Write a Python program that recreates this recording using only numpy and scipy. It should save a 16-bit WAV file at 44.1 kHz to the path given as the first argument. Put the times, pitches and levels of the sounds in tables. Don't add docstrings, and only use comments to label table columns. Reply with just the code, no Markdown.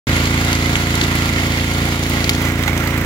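import sys
import numpy as np
from scipy import signal
from scipy.fft import rfft, irfft
from scipy.io import wavfile
from scipy.ndimage import uniform_filter1d

SR = 44100
rng = np.random.default_rng(int(sys.argv[2]) if len(sys.argv) > 2 else 0)


def digitize_waveform(pressure):
    field = np.atleast_2d(pressure).T
    bounded = np.clip(field, -1, 1)
    quanta = np.round(bounded * 32767).astype(np.int16)
    wavfile.write(sys.argv[1], SR, quanta)


def magnitude_from_level(level_db):
    exponent = np.asarray(level_db, float) / 20
    return 10 ** exponent


N = 134505

# (time [s], share turned [0-1])
TURN = [
    (0, 0.066),
    (1.9, 0.31),
    (2.25, 0.36),
    (2.5, 0.84),
    (3.05, 0.96),
]
SIDES = np.array([[.5], [-.5]])


def evened(x):
    return x / np.sqrt(np.mean(abs(x) ** 2) + 1e-20)


def read(points, hz):
    f, value = np.transpose(points)
    return np.interp(np.log(hz + 1), np.log(f + 1), value)


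def curve(points, t):
    return np.interp(t, *np.transpose(points))


def drift(t, top_hz):
    rates = np.geomspace(top_hz / 20, top_hz, num=20)
    return evened(sum(np.sin(2 * np.pi * (f * t + rng.random())) / np.sqrt(f) for f in rates))


def tint(x, db_of_hz):
    hz = np.fft.rfftfreq(x.shape[-1], 1 / SR)
    return irfft(rfft(x) * magnitude_from_level(db_of_hz(hz)), x.shape[-1])


def bump(hz, centre_hz, octaves):
    return np.exp(-(np.log2((hz + 1) / centre_hz) / octaves) ** 2)


def crank():
    # (time [s], firing rate [1/s])
    speed = [(0, 28.3), (.65, 28.33), (.75, 28.45), (1.3, 28.46), (1.9, 28.64), (1.97, 28.3), (2.24, 28.3),
             (2.34, 28.57), (2.72, 28.57), (2.82, 28.4), (3.05, 28.3)]
    first_firing_s = .0947
    turns = np.cumsum(curve(speed, np.arange(N) / SR)) / SR
    return turns - turns[round(first_firing_s * SR)] + 10


def causal_phase(order, db, ends_db):
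    known_order = np.r_[0, order, 64]
    known_db = np.r_[ends_db[0], db, ends_db[1]]
    log_gain = np.log(magnitude_from_level(np.interp(np.arange(65), known_order, known_db)))
    return -signal.hilbert(np.r_[log_gain, log_gain[-2:0:-1]]).imag


def exhaust(turns):
    # (multiple of the firing rate, level [dB])
    pipe = [(1, -28.4), (2, -4.3), (3, 0.0), (4, -4.6), (5, -4.1), (6, -9.8), (7, -9.0), (8, -14.7),
            (9, -5.5), (10, -13.7), (11, -11.5), (12, -12.5), (13, -23.8), (14, -19.7), (15, -19.0),
            (16, -22.3), (17, -30.0), (18, -21.9), (19, -20.6), (20, -30.9), (21, -27.6), (22, -31.5),
            (23, -30.6), (24, -28.9), (25, -25.2), (26, -33.1)]
    # (time [s], level [dB])
    load = [
        (0, 0),
        (.5, -1.5),
        (1.2, -2),
        (2, -2),
        (2.5, -2),
        (3.05, -2.5),
    ]
    exhaust_db, uneven_db, lift_db_per_order = -16.5, 0.8, 0.2682
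    stroke_db, stroke_rad, stroke_full_order = .7, .09, 6
    piston_lead_turns, waver_db = .165, .6
    chamber_order, chamber_lag_rad = 5.5, .7

    order, db = np.transpose(pipe)
    t = np.arange(N) / SR
    firing_phase = causal_phase(order, db, (-80, -45))
    piston_phase = causal_phase(order[1::2], db[1::2], (-130, -45))
    piston_phase = piston_phase + 2 * np.pi * piston_lead_turns * np.arange(128)
    strokes = evened(uniform_filter1d(rng.standard_normal((128, 32, 2)), size=3, axis=1))
    tone = 0
    for o, order_db in pipe:
        share = min((o / stroke_full_order) ** 2, 1)
        push, slip = (share * np.interp(turns - .2, np.arange(128), strokes[:, o, k]) for k in (0, 1))
        waver = waver_db * np.sqrt(o / 9) * drift(t[::64], 9.8).repeat(64)[:N]
        level = magnitude_from_level(order_db + lift_db_per_order * o + stroke_db * push + waver)
        phase = firing_phase[o] if o % 2 or 9 <= o <= 12 else piston_phase[o]
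        phase = phase + stroke_rad * slip - chamber_lag_rad * (o > chamber_order)
        tone = tone - level * np.cos(2 * np.pi * o * turns + phase)
    uneven = np.interp(turns + .5, np.arange(128), rng.standard_normal(128))
    return magnitude_from_level(exhaust_db + uneven_db * uneven + curve(load, t)) * evened(tone)


def fan_whine():
    fan_hz, fan_width_hz, fan_db = 1397, 7.9, -43.5
    t = np.arange(N) / SR
    tone = np.sin(2 * np.pi * np.cumsum(fan_hz + fan_width_hz * drift(t, 10)) / SR)
    return tone * magnitude_from_level(fan_db + 2 * drift(t, 8.76) - 4.5 * curve(TURN, t))


def rumble():
    # (frequency [Hz], density [dB per Hz])
    churn = [(30, -8), (60, -1), (120, 5.5), (250, 1.5), (400, -2), (700, -25), (1200, -47)]
    return magnitude_from_level(-32.5) * evened(tint(rng.standard_normal(N), lambda hz: read(churn, hz)))


def puffs(turns):
    rise_s, decay_s, uneven_db = 0.00041, .012, 1.2
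    size = magnitude_from_level(uneven_db * rng.standard_normal((128, 2)))
    gate = 0
    for k, (at_turn, db) in enumerate([(-.03, 0), (.6, -12)]):
        since = turns - at_turn
        quickened_age = since % 1 / 12.5
        pulse = np.minimum(quickened_age / rise_s, 1) * np.exp(-quickened_age / decay_s)
        gate = gate + magnitude_from_level(db) * size[since.astype(int), k] * pulse
    return gate


def spray():
    splashes_per_s, spread_db, spray_db, decay_s = 210, 6.5, -21, 0.00077
    size = magnitude_from_level(spread_db * np.minimum(rng.exponential(1, N), 3.0))
    splashes = size * (rng.random(N) < splashes_per_s / SR)
    return magnitude_from_level(spray_db) * signal.oaconvolve(splashes, np.exp(-np.arange(800) / SR / decay_s))[:N]


def stream(turns):
    # (frequency [Hz], level over the stream [dB])
    puff_colour = [(400, -8), (1000, -7), (2100, -2.5), (4000, -4), (7000, -3), (11000, 4), (16000, 4)]
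    patchy_db, swell_db, flicker_db = 0.41, .5, 1.0
    white = rng.standard_normal((2, N))
    gated = white * spray() + tint(white * puffs(turns), lambda hz: read(puff_colour, hz))
    _, t, (water, bursts) = signal.stft(np.array([white, gated]), SR, nperseg=256, noverlap=192)
    patches = uniform_filter1d(rng.standard_normal(water.shape[1:]), size=5, axis=0)
    patches = evened(uniform_filter1d(patches, size=40, axis=1))
    uneven_db = patchy_db * patches + swell_db * drift(t, 4.25) + flicker_db * drift(t, 60)
    return water * magnitude_from_level(uneven_db) + bursts


def clacks():
    # (time [s], peak [dB], centre [Hz], width [octaves], left-right [dB])
    stones = [(.255, 11.5, 6000, 1.5, 0), (.447, 12, 9000, 0.72, -5), (0.529, 15, 8500, 2.4, -1),
              (0.5507, 2, 7000, 1.2, 18), (0.7557, 9, 2900, 0.87, 0), (0.758, 13, 7000, 0.4, 4),
              (0.767, 8, 6900, 0.4, 3), (0.9531, 15.5, 11000, 1.8, -1), (1.0142, 13, 4300, 2, 5),
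              (1.0374, 14.5, 5500, 1.1, 1), (1.153, 12.5, 11000, 0.85, -11), (1.335, 8, 4070, 2.1, 5),
              (1.36, 11.5, 2500, 0.6, -4), (1.5974, 13, 3300, 0.52, -1), (1.735, 11, 9000, 1, -1),
              (2.035, 12.5, 6500, 1.7, 2), (2.0953, 17, 13400, .8, -2), (2.244, 9, 5000, 2.4, 8),
              (2.2931, 20, 5500, 2.1, 7), (2.2949, 18.5, 10000, 1.8, 4), (2.333, 7, 4500, 1.3, 16),
              (2.349, 11, 5500, 1.6, 7), (2.421, 14.5, 12000, 0.94, 2), (2.452, 9, 10000, 1.1, 10),
              (2.488, 7, 11500, 0.67, 0), (2.624, 10, 13000, 0.76, 0), (2.6351, 15, 5400, 0.98, -10),
              (1.52, 6, 6000, 3, -7), (2.678, 17, 4000, 4.5, -3), (2.776, 12, 7940, 1.27, -12),
              (2.802, 9, 13000, .7, 0), (2.85, 11, 12000, .7, 0), (2.873, 12.5, 11000, 2.36, -7),
              (2.976, 13, 13000, .7, 0), (3.012, 8, 13000, 0.57, 0)]
    # (time [s], level [dB], frequency [Hz], left-right [dB])
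    ticks = [
        (.7560, 21, 2800, 0),
        (1.0141, 19.5, 3700, 2),
        (1.0364, 12, 3800, 0),
        (2.2438, 19.5, 5000, 8),
        (2.2936, 17, 2800, 0),
    ]
    rise_s, decay_s, tail_s, tail_db, banded_db = .0008, .002, .012, -15, 1.6
    out = np.zeros((2, N))
    t = np.arange(2048) / SR
    fall = np.exp(-t / decay_s) + magnitude_from_level(tail_db) * np.exp(-t / tail_s)
    shape = (1 - np.exp(-t / rise_s)) * fall
    for s, db, centre_hz, octaves, pan_db in stones:
        bands = banded_db * evened(uniform_filter1d(rng.standard_normal(1025), size=25))
        noise = rng.standard_normal((2, 2048))
        burst = tint(noise, lambda hz: bands - 9 * (np.log2((hz + 1) / centre_hz) / octaves) ** 2) * shape
        burst = np.array([burst[0], .8 * burst[0] + .6 * burst[1]])
        burst = burst * magnitude_from_level(db + 4 + SIDES * pan_db)
        start = round(s * SR)
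        out[:, start:start + 2048] += burst[:, :N - start]
    for s, db, hz, pan_db in ticks:
        cycles = (np.arange(N) / SR - s) * hz
        out += magnitude_from_level(db + SIDES * pan_db) * np.sin(2 * np.pi * cycles) * np.exp(-(cycles * 1.15) ** 2)
    return out


def gulps():
    # (time [s], peak [dB], start [Hz], end [Hz], length [s])
    hose = [
        (1.012, -20, 290, 290, .045),
        (1.018, -23, 360, 365, .03),
        (1.26, -24, 214, 226, .08),
    ]
    out = np.zeros(N)
    for s, db, start_hz, end_hz, length_s in hose:
        u = np.arange(0, 1, 1 / (length_s * SR))
        tone = np.sin(2 * np.pi * np.cumsum(start_hz + (end_hz - start_hz) * u) / SR)
        out[round(s * SR):][:len(u)] += magnitude_from_level(db) * np.sin(np.pi * u ** 0.98) * tone
    return out


def ports(water, knocks):
    # (frequency [Hz], density [dB per Hz])
    left, left_turned = [(400, -59.5), (800, -57.5), (1400, -58), (3200, -58), (6500, -64.5), (8800, -75.5),
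                         (11000, -77), (16000, -73.5)], [(400, -53), (800, -58), (1400, -59), (3200, -68.5), (6500, -72.5),
                                       (8800, -86), (11000, -75.5), (16000, -75)]
    right, right_turned = [(400, -78), (800, -53), (1400, -50), (3200, -56.5), (4500, -63.5), (5600, -74.5),
                           (9000, -70), (16000, -80.5)], [(400, -74), (800, -56.5), (1400, -51.5), (3200, -58.5),
                                          (4500, -67.5), (7000, -67), (11000, -75.5), (16000, -72)]
    # (frequency [Hz], width [octaves], held level [dB], turned [dB])
    left_peaks, right_peaks = [(1750, 0.13, 1.5, 4.5), (4360, 0.39, 4, 2), (7000, 0.15, 5.5, 9)], [(2070, 0.21, 4, 4.5), (2115, 0.083, 5.5, 6),
                                                   (6960, 0.075, 10.5, -18), (8800, 0.058, -10.5, -2),
                                                   (11000, 0.11, 6.5, -2.5)]
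    # (frequency [Hz], left-right likeness [0-1])
    likeness = [(300, 0.21), (700, 1), (1500, 0.77), (3000, 0.25), (7000, 0.23), (15000, 0.067)]
    ports_db, lead_s, lead_turned_s = 40.5, 0.00025, 0.00013

    hz, t, hits = signal.stft(knocks, SR, nperseg=256, noverlap=192)
    hz = hz[:, None]
    turn = np.clip(curve(TURN, t), 0, 1)
    same = np.clip(read(likeness, hz), 0, 1)
    z = np.array([water[0], same * water[0] + np.sqrt(1 - same ** 2) * water[1]]) + hits
    colours = [(left, left_turned, left_peaks), (right, right_turned, right_peaks)]
    for c, (held, turned, peaks) in enumerate(colours):
        db = (1 - turn) * read(held, hz) + turn * read(turned, hz)
        db = db - 12 * np.maximum(np.log2(450 / (hz + 1)), 0)
        db = db + sum((a + (b - a) * turn) * bump(hz, f, w) for f, w, a, b in peaks)
        db = db - 5 * 4 * turn * (1 - turn) * bump(hz, 1500, 0.66)
        db = db - 1.5 * turn ** 4 * bump(hz, 5400, .7)
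        z[c] *= magnitude_from_level(db + ports_db)
    z[0] *= np.exp(2j * np.pi * hz * (lead_s + (lead_turned_s - lead_s) * turn))
    return signal.istft(z, SR, nperseg=256, noverlap=192)[1][:, :N]


def scene():
    exhaust_pan_db, low_lead_s = -1.46, 0.00012
    turns = crank()
    low = exhaust(turns) + rumble() + gulps()
    low_left = np.roll(low, -round(low_lead_s * SR))
    fan = fan_whine()
    low = np.array([low_left, low]) * magnitude_from_level(SIDES * exhaust_pan_db)
    low = low + np.array([.5 * fan, 4.1 * fan])
    return low + ports(stream(turns), clacks())


def band_limit(x):
    return signal.sosfilt(signal.butter(12, 16870, fs=SR, output="sos"), x)


def record(dry):
    start_s, fade_in_s, edge_hz = .0692, .0012, 15850
    opened = dry * np.clip((np.arange(N) / SR - start_s) / fade_in_s, 0, 1)
    soft = opened / (1 + abs(opened) ** 6) ** (1 / 6)
    low_pass = signal.firwin(511, edge_hz, window=("kaiser", 9), fs=SR)
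    cut = signal.oaconvolve(soft, low_pass[None], "same")
    return band_limit(0.97 * cut)


dry = scene()
out = record(dry)
digitize_waveform(out)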